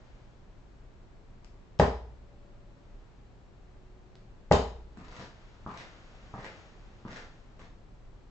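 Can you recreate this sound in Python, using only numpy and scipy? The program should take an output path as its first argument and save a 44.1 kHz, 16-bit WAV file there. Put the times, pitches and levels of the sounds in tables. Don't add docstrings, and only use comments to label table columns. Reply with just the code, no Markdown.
import sys
import numpy as np
from scipy import signal
from scipy.fft import rfft, irfft
from scipy.io import wavfile

SR = 44100
rng = np.random.default_rng(int(sys.argv[2]) if len(sys.argv) > 2 else 0)


def output_pcm(signal):
    pcm = np.clip(np.atleast_2d(signal).T, -1, 1) * 32767
    wavfile.write(sys.argv[1], SR, np.round(pcm).astype(np.int16))


N = 366030
TIME = np.arange(N) / SR
AGE = np.arange(SR) / SR
CUTOFF_HZ = 7850

# landing t/s, level/dB, brightness/(dB per octave), flight/s, release tick/dB
THROWS = [(1.7978, 0, -.2, .3516, 2), (4.513, .9, .3, .3582, -1)]
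# t/s, heel/dB, floor knock/dB, ball/dB, sole ring f/Hz, ring/dB,
# roll/s, scuff/dB, rasp f/Hz, rasp/dB
STEPS = [(4.971, -35.5, -52, -40, 900, -20, 0.22, -51, 1190, -15),
         (5.19, -45, -42.5, -52, 450, 4, 0.033, -49.5, 1400, -42),
         (5.662, -33.5, -44.5, -32, 900, 5, 0.15, -50, 2040, -9),
         (6.339, -31, -35.5, -37.5, 316, 1.5, 0.11, -48, 1840, -3.5),
         (7.051, -36, -41.5, -39, 400, -2, .13, -49, 1580, -6.5),
         (7.592, -46, -64, -58, 600, 4, 0.0046, -49.5, 1900, -10)]
# f/Hz, left-right correlation
DIFFUSE_IMAGE = [(100, 1), (300, 1), (600, 0.97), (1000, 0.75), (2000, -0.15), (4000, -0.18), (7000, 1)]


def from_db(db):
    return 10 ** (np.asarray(db) / 20)


def at_hz(points, hz):
    f, value = np.transpose(points)
    return np.interp(np.log(np.maximum(hz, 1)), np.log(f), value)


def add(out, s, sound):
    start = int(round(s * SR))
    out[:, start:start + sound.shape[-1]] += sound[..., :N - start]


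def noise(colour, image, size):
    hz = np.arange(size // 2 + 1) * SR / size
    mid, side = rfft(rng.standard_normal((2, size)))
    alike = np.clip(at_hz(image, hz), -.99, .99)
    pair = np.sqrt(1 + alike) * mid + np.sqrt(1 - alike) * side * np.array([[1], [-1]])
    x = irfft(pair * from_db(at_hz(colour, hz)) * (hz > 12) * (hz < 9000), size)
    return x / np.sqrt(np.mean(x ** 2))


def resonate(x, hz, width_hz):
    r = np.exp(-np.pi * width_hz / SR)
    feedback = [1, -2 * r * np.cos(2 * np.pi * hz / SR), r * r]
    return signal.lfilter(np.array([1, 0, -1]) * (1 - r * r) / 2, feedback, x)


def decay(t60):
    return np.exp(-np.log(1000) * AGE / t60)


def swell(s, half_s):
    return np.exp(-((TIME - s) / half_s) ** 2)


def ring(hz, db, t60, phase=0):
    return from_db(db) * decay(t60) * np.sin(2 * np.pi * hz * AGE + phase)


def crack(t60):
    # f/Hz, level/dB
    colour = [(500, 1.5), (1500, -3.5), (2500, 4), (4000, 2), (5500, -0.5), (7000, -7.5), (8500, -8)]
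    burst = noise(colour, DIFFUSE_IMAGE, SR) * decay(t60)
    return burst / np.abs(burst).max()


def garage_tail(colour, build_s):
    # f/Hz, t60/s
    reverb_times = [(80, 0.42), (250, 0.4), (600, 0.47), (1500, 0.39), (4000, 0.44), (8000, .36)]
    hz = np.arange(SR // 2 + 1)
    wash = rfft(noise([(100, 0), (8000, 0)], DIFFUSE_IMAGE, SR)) * from_db(at_hz(colour, hz))
    octaves = np.geomspace(62.5, 8000, 8)
    tail = np.zeros((2, SR))
    for centre, pick in zip(octaves, np.eye(len(octaves))):
        band = irfft(wash * at_hz(np.c_[octaves, pick], hz), SR)
        tail += band * decay(at_hz(reverb_times, centre))
    tail *= 1 - np.exp(-AGE / build_s)
    return tail / np.sqrt(np.sum(tail ** 2) / 2)


def room_response():
    return garage_tail([(100, 0), (8000, 0)], build_s=.003) * np.sqrt(2 * CUTOFF_HZ / SR)


def with_room(x, room, room_db, direct_db=0):
    wet = signal.fftconvolve(x, room, axes=-1)[:, :x.shape[-1]]
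    return from_db(direct_db) * x + from_db(room_db) * wet


def room_tone(air_db=-52):
    # f/Hz, level/dB
    air_colour = [(12, -22), (20, 1.5), (40, -0.5), (87, -11.5), (117, -10), (147, -14.5), (175, -15),
                  (306, -20.5), (365, -18.5), (520, -24.5), (575, -23.5), (722, -25.5), (779, -26),
                  (7180, -48.5), (8360, -49), (10900, -85.5), (18400, -120)]
    # f/Hz, left-right correlation
    air_image = [(100, 0.81), (400, 0.54), (1000, 0.37), (2000, 0.025), (7000, .2)]
    # f/Hz, rms level/dB
    hum_tones = [(118, -67), (4000, -94), (4371, -93.5)]
    # peak t/s, half length/s, f/Hz, level/dB
    far_tones = [(2.525, 0.47, 574, -66.5), (3.939, .4, 368, -64)]
    hum = sum(from_db(db) * np.sqrt(2) * np.sin(2 * np.pi * (hz * TIME + rng.random()))
              for hz, db in hum_tones)
    far = sum(from_db(db) * swell(s, half_s) * np.sin(2 * np.pi * hz * TIME)
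              for s, half_s, hz, db in far_tones)
    return from_db(air_db) * noise(air_colour, air_image, N) + hum + far


def clothes(cloth_db=-58.5, swing_db=-4.5, swing_after_s=.25, swing_half_s=.097):
    # f/Hz, level/dB
    colour = [(150, -2.5), (500, -1), (1000, -4), (1400, -3.5), (2200, -7.5), (3300, -11), (7000, -20),
              (8500, -36)]
    # t/s, level/dB
    arm_lifts = [(.1, -66.5), (2.95, -73)]
    pass_s, nearest_m, walk_m_per_s = 6.295, .38, .87
    outside_walk_s = TIME - np.clip(TIME, STEPS[0][0], STEPS[-1][0])
    walking = np.exp(-(outside_walk_s / swing_half_s) ** 2)
    nearness = nearest_m / np.hypot(nearest_m, walk_m_per_s * (TIME - pass_s))
    strides = 1 + from_db(swing_db) * sum(swell(s + swing_after_s, swing_half_s) for s, *_ in STEPS)
    sleeve = sum(from_db(db) * swell(s, half_s=.29) for s, db in arm_lifts)
    return (from_db(cloth_db) * walking * nearness * strides + sleeve) * noise(colour, DIFFUSE_IMAGE, N)


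def grit(room, top_hz=4000):
    # t/s, level/dB
    pops = [(4.973, -42), (5.775, -28), (6.4523, -43), (7.1025, -46), (7.1302, -32), (7.594, -39)]
    out = np.zeros((2, N))
    soften = signal.butter(1, top_hz, fs=SR, output="sos")
    for s, db in pops:
        pop = signal.sosfilt(soften, from_db(db) * crack(t60=.0031))
        add(out, s, with_room(pop, room, room_db=6))
    return out


def scuffs(room, grains_per_s=1000, grain_spread_db=5.5, rise_share=.64, fall_s=.027):
    # f/Hz, level/dB
    colour = [(150, -1.5), (500, 8), (1000, -0.5), (1700, 2.5), (2500, -5), (3500, -5), (5000, -10),
              (7000, -16), (8500, -46)]
    out = np.zeros((2, N))
    for s, *_, roll_s, db, rasp_hz, rasp_db in STEPS:
        breaks = rng.random(SR) < grains_per_s / SR
        grains = breaks * from_db(grain_spread_db * np.minimum(rng.exponential(1, SR), 4))
        crunch = signal.fftconvolve(grains ** 2, decay(.003))[:SR].clip(0) ** .5
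        slide = noise(colour, DIFFUSE_IMAGE, SR) * crunch / np.sqrt(np.mean(crunch ** 2))
        rasp = resonate(slide, rasp_hz, width_hz=550)
        past_peak_s = AGE - roll_s
        stroke = np.exp(np.minimum(past_peak_s / (rise_share * roll_s), -past_peak_s / fall_s))
        add(out, s, from_db(db) * stroke * (slide + from_db(rasp_db) * rasp / rasp.std()))
    return with_room(out, room, room_db=2, direct_db=-3)


def footfalls(heel_top_hz=1400, ball_band_hz=(450, 2200), ball_after_s=.039):
    # f/Hz, level/dB, t60/s
    knock_modes = [(111.5, 1, 0.27), (133.4, -2, 0.48), (195.6, 4, 0.098), (290, -5.5, 0.19)]
    # f/Hz, level/dB
    colour = [(80, 5.5), (200, 20.5), (400, -3.5), (700, 1), (1300, 3), (2000, -5), (3000, 0),
              (8000, -34.5)]
    out = np.zeros((2, N))
    knock = sum(ring(hz, db, t60) for hz, db, t60 in knock_modes) / 2
    heel = signal.butter(4, heel_top_hz, fs=SR, output="sos")
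    ball = signal.butter(3, ball_band_hz, "band", fs=SR, output="sos")
    for s, heel_db, knock_db, ball_db, sole_hz, sole_db, *_ in STEPS:
        add(out, s, from_db(knock_db) * knock)
        for lands_s, db, softness in [(s, heel_db, heel), (s + ball_after_s, ball_db, ball)]:
            contact = noise(colour, DIFFUSE_IMAGE, SR) * decay(t60=.023)
            hollow = from_db(sole_db) * resonate(contact, sole_hz, width_hz=600)
            slap = from_db(db) * signal.sosfilt(softness, contact + hollow)
            add(out, lands_s, with_room(slap, room_response(), room_db=2, direct_db=-4))
    return out


def releases(room, level_db=-39):
    out = np.zeros((2, N))
    for s, _, _, flight_s, tick_db in THROWS:
        tick = from_db(level_db + tick_db) * crack(t60=.0021)
        add(out, s - flight_s, with_room(tick, room, room_db=.5))
    return out


def clacks(room):
    # t/s, level/dB, ring f/Hz, ring/dB
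    contacts = [(1.7902, -27.5, 5100, -6), (1.7967, -20, 4890, -11.5), (1.799, -29.5, 1780, 9),
                (4.5092, -40.5, 1970, -18), (4.5215, -18, 5870, -20), (4.5235, -18, 6800, -16.5)]
    out = np.zeros((2, N))
    for s, db, hz, ring_db in contacts:
        clack = from_db(db) * (crack(t60=.012) + ring(hz, ring_db, t60=.0095))
        add(out, s, with_room(clack, room, room_db=4))
    return out


def thuds(push_s=.0055, push_db=-24.5, wash_db=8, wash_delay_s=.004, right_lag_s=.00008):
    # f/Hz, level/dB, t60/s
    board_modes = [(162, -14, .08), (447, -10.5, .034), (585, -6, .023), (818, -6, .018), (1375, -23, .012),
                   (1634, -22, .05), (1880, -31, .04)]
    # f/Hz, level/dB, t60/s
    dart_modes = [(3500, -61, .3), (4000, -55, .28), (4680, -54, .28), (5660, -58, .25), (6450, -55, .28)]
    # f/Hz, level/dB, t60/s
    room_modes = [(59.3, -27.5, 0.95), (74.1, -26.2, 0.49), (84.0, -24.0, 0.26), (102.2, -34.4, 0.34),
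                  (130.4, -22.9, 0.26), (173.3, -24.3, 0.3), (202.4, -26.0, 0.23), (246.5, -25.9, 0.31),
                  (272.4, -25.8, 0.22), (402.3, -19.7, 0.3), (419.1, -31.8, 0.49), (439.2, -33.6, 0.49),
                  (457.6, -32.5, 0.51), (496.9, -23.0, 0.28), (567.5, -35.7, 0.41), (590.4, -30.3, 0.45),
                  (618.8, -21.8, 0.34), (637.2, -39.0, 0.54), (690.9, -28.5, 0.38), (761.6, -41.0, 0.54),
                  (794.5, -22.3, 0.29), (820.3, -33.7, 0.46), (836.7, -36.4, 0.4), (879.1, -31.2, 0.48),
                  (909.9, -28.6, 0.25), (983.7, -36.1, 0.51), (1027.6, -28.5, 0.28), (1092.8, -29.0, 0.24),
                  (1261.8, -31.7, 0.3), (1555.8, -35.0, 0.22)]
    # delay/s, level/dB
    reflections = [(.00146, -.2), (.0041, -5.5)]
    # f/Hz, level/dB
    wash_colour = [(40, -0.5), (150, -3.5), (210, 0.5), (330, -6.5), (430, 6.5), (600, -3.5), (720, -2),
                   (840, 2), (1000, -3.5), (1400, -8.5), (1850, -10.5), (2400, -18), (4000, -40.5),
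                   (8000, -38.5)]
    out = np.zeros((2, N))
    wash = garage_tail(wash_colour, build_s=.0011)
    board_attack = 1 - np.exp(-AGE / .0007)
    room_attack = 1 - np.exp(-(AGE / .016) ** 2)
    rad_per_hz = rng.choice([-1, 1], len(room_modes))[:, None, None] * np.array([[1], [-1]]) / 1300
    push = from_db(push_db) * np.sin(np.pi * np.minimum(AGE / push_s, 1) ** 2)
    dart = sum(ring(hz, level, t60, rng.uniform(0, 2 * np.pi, (2, 1))) for hz, level, t60 in dart_modes)
    for s, db, brightness, *_ in THROWS:
        tilt_db = lambda hz: brightness * np.log2(hz / 500)
        board = -board_attack * sum(ring(hz, level + tilt_db(hz), t60) for hz, level, t60 in board_modes)
        stereo_board = np.array([board, np.interp(AGE - right_lag_s, AGE, board)])
        for delay_s, path_db in [(0, 0), *reflections]:
            add(out, s + delay_s - push_s, from_db(db + path_db) * push)
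            add(out, s + delay_s, from_db(db + path_db) * stereo_board)
        waves = sum((-1) ** k * ring(hz, level + tilt_db(hz), t60, rad_per_hz[k] * hz)
                    for k, (hz, level, t60) in enumerate(room_modes))
        add(out, s, from_db(db) * (waves * room_attack + dart))
        add(out, s + wash_delay_s, from_db(db + wash_db) * wash)
    return out


def scene():
    thrower_room = room_response()
    darts = thuds() + clacks(room_response()) + releases(thrower_room)
    thrower = footfalls() + scuffs(thrower_room) + grit(thrower_room) + clothes()
    return darts + thrower + room_tone()


def record(dry, left_lead_db=.9, bass_hz=250):
    upper = signal.sosfilt(signal.butter(1, bass_hz, "high", fs=SR, output="sos"), dry)
    ports = dry + upper * (from_db([[left_lead_db], [-left_lead_db]]) - 1)
    return signal.sosfilt(signal.butter(20, CUTOFF_HZ, fs=SR, output="sos"), ports)


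dry = scene()
out = record(dry)
output_pcm(out)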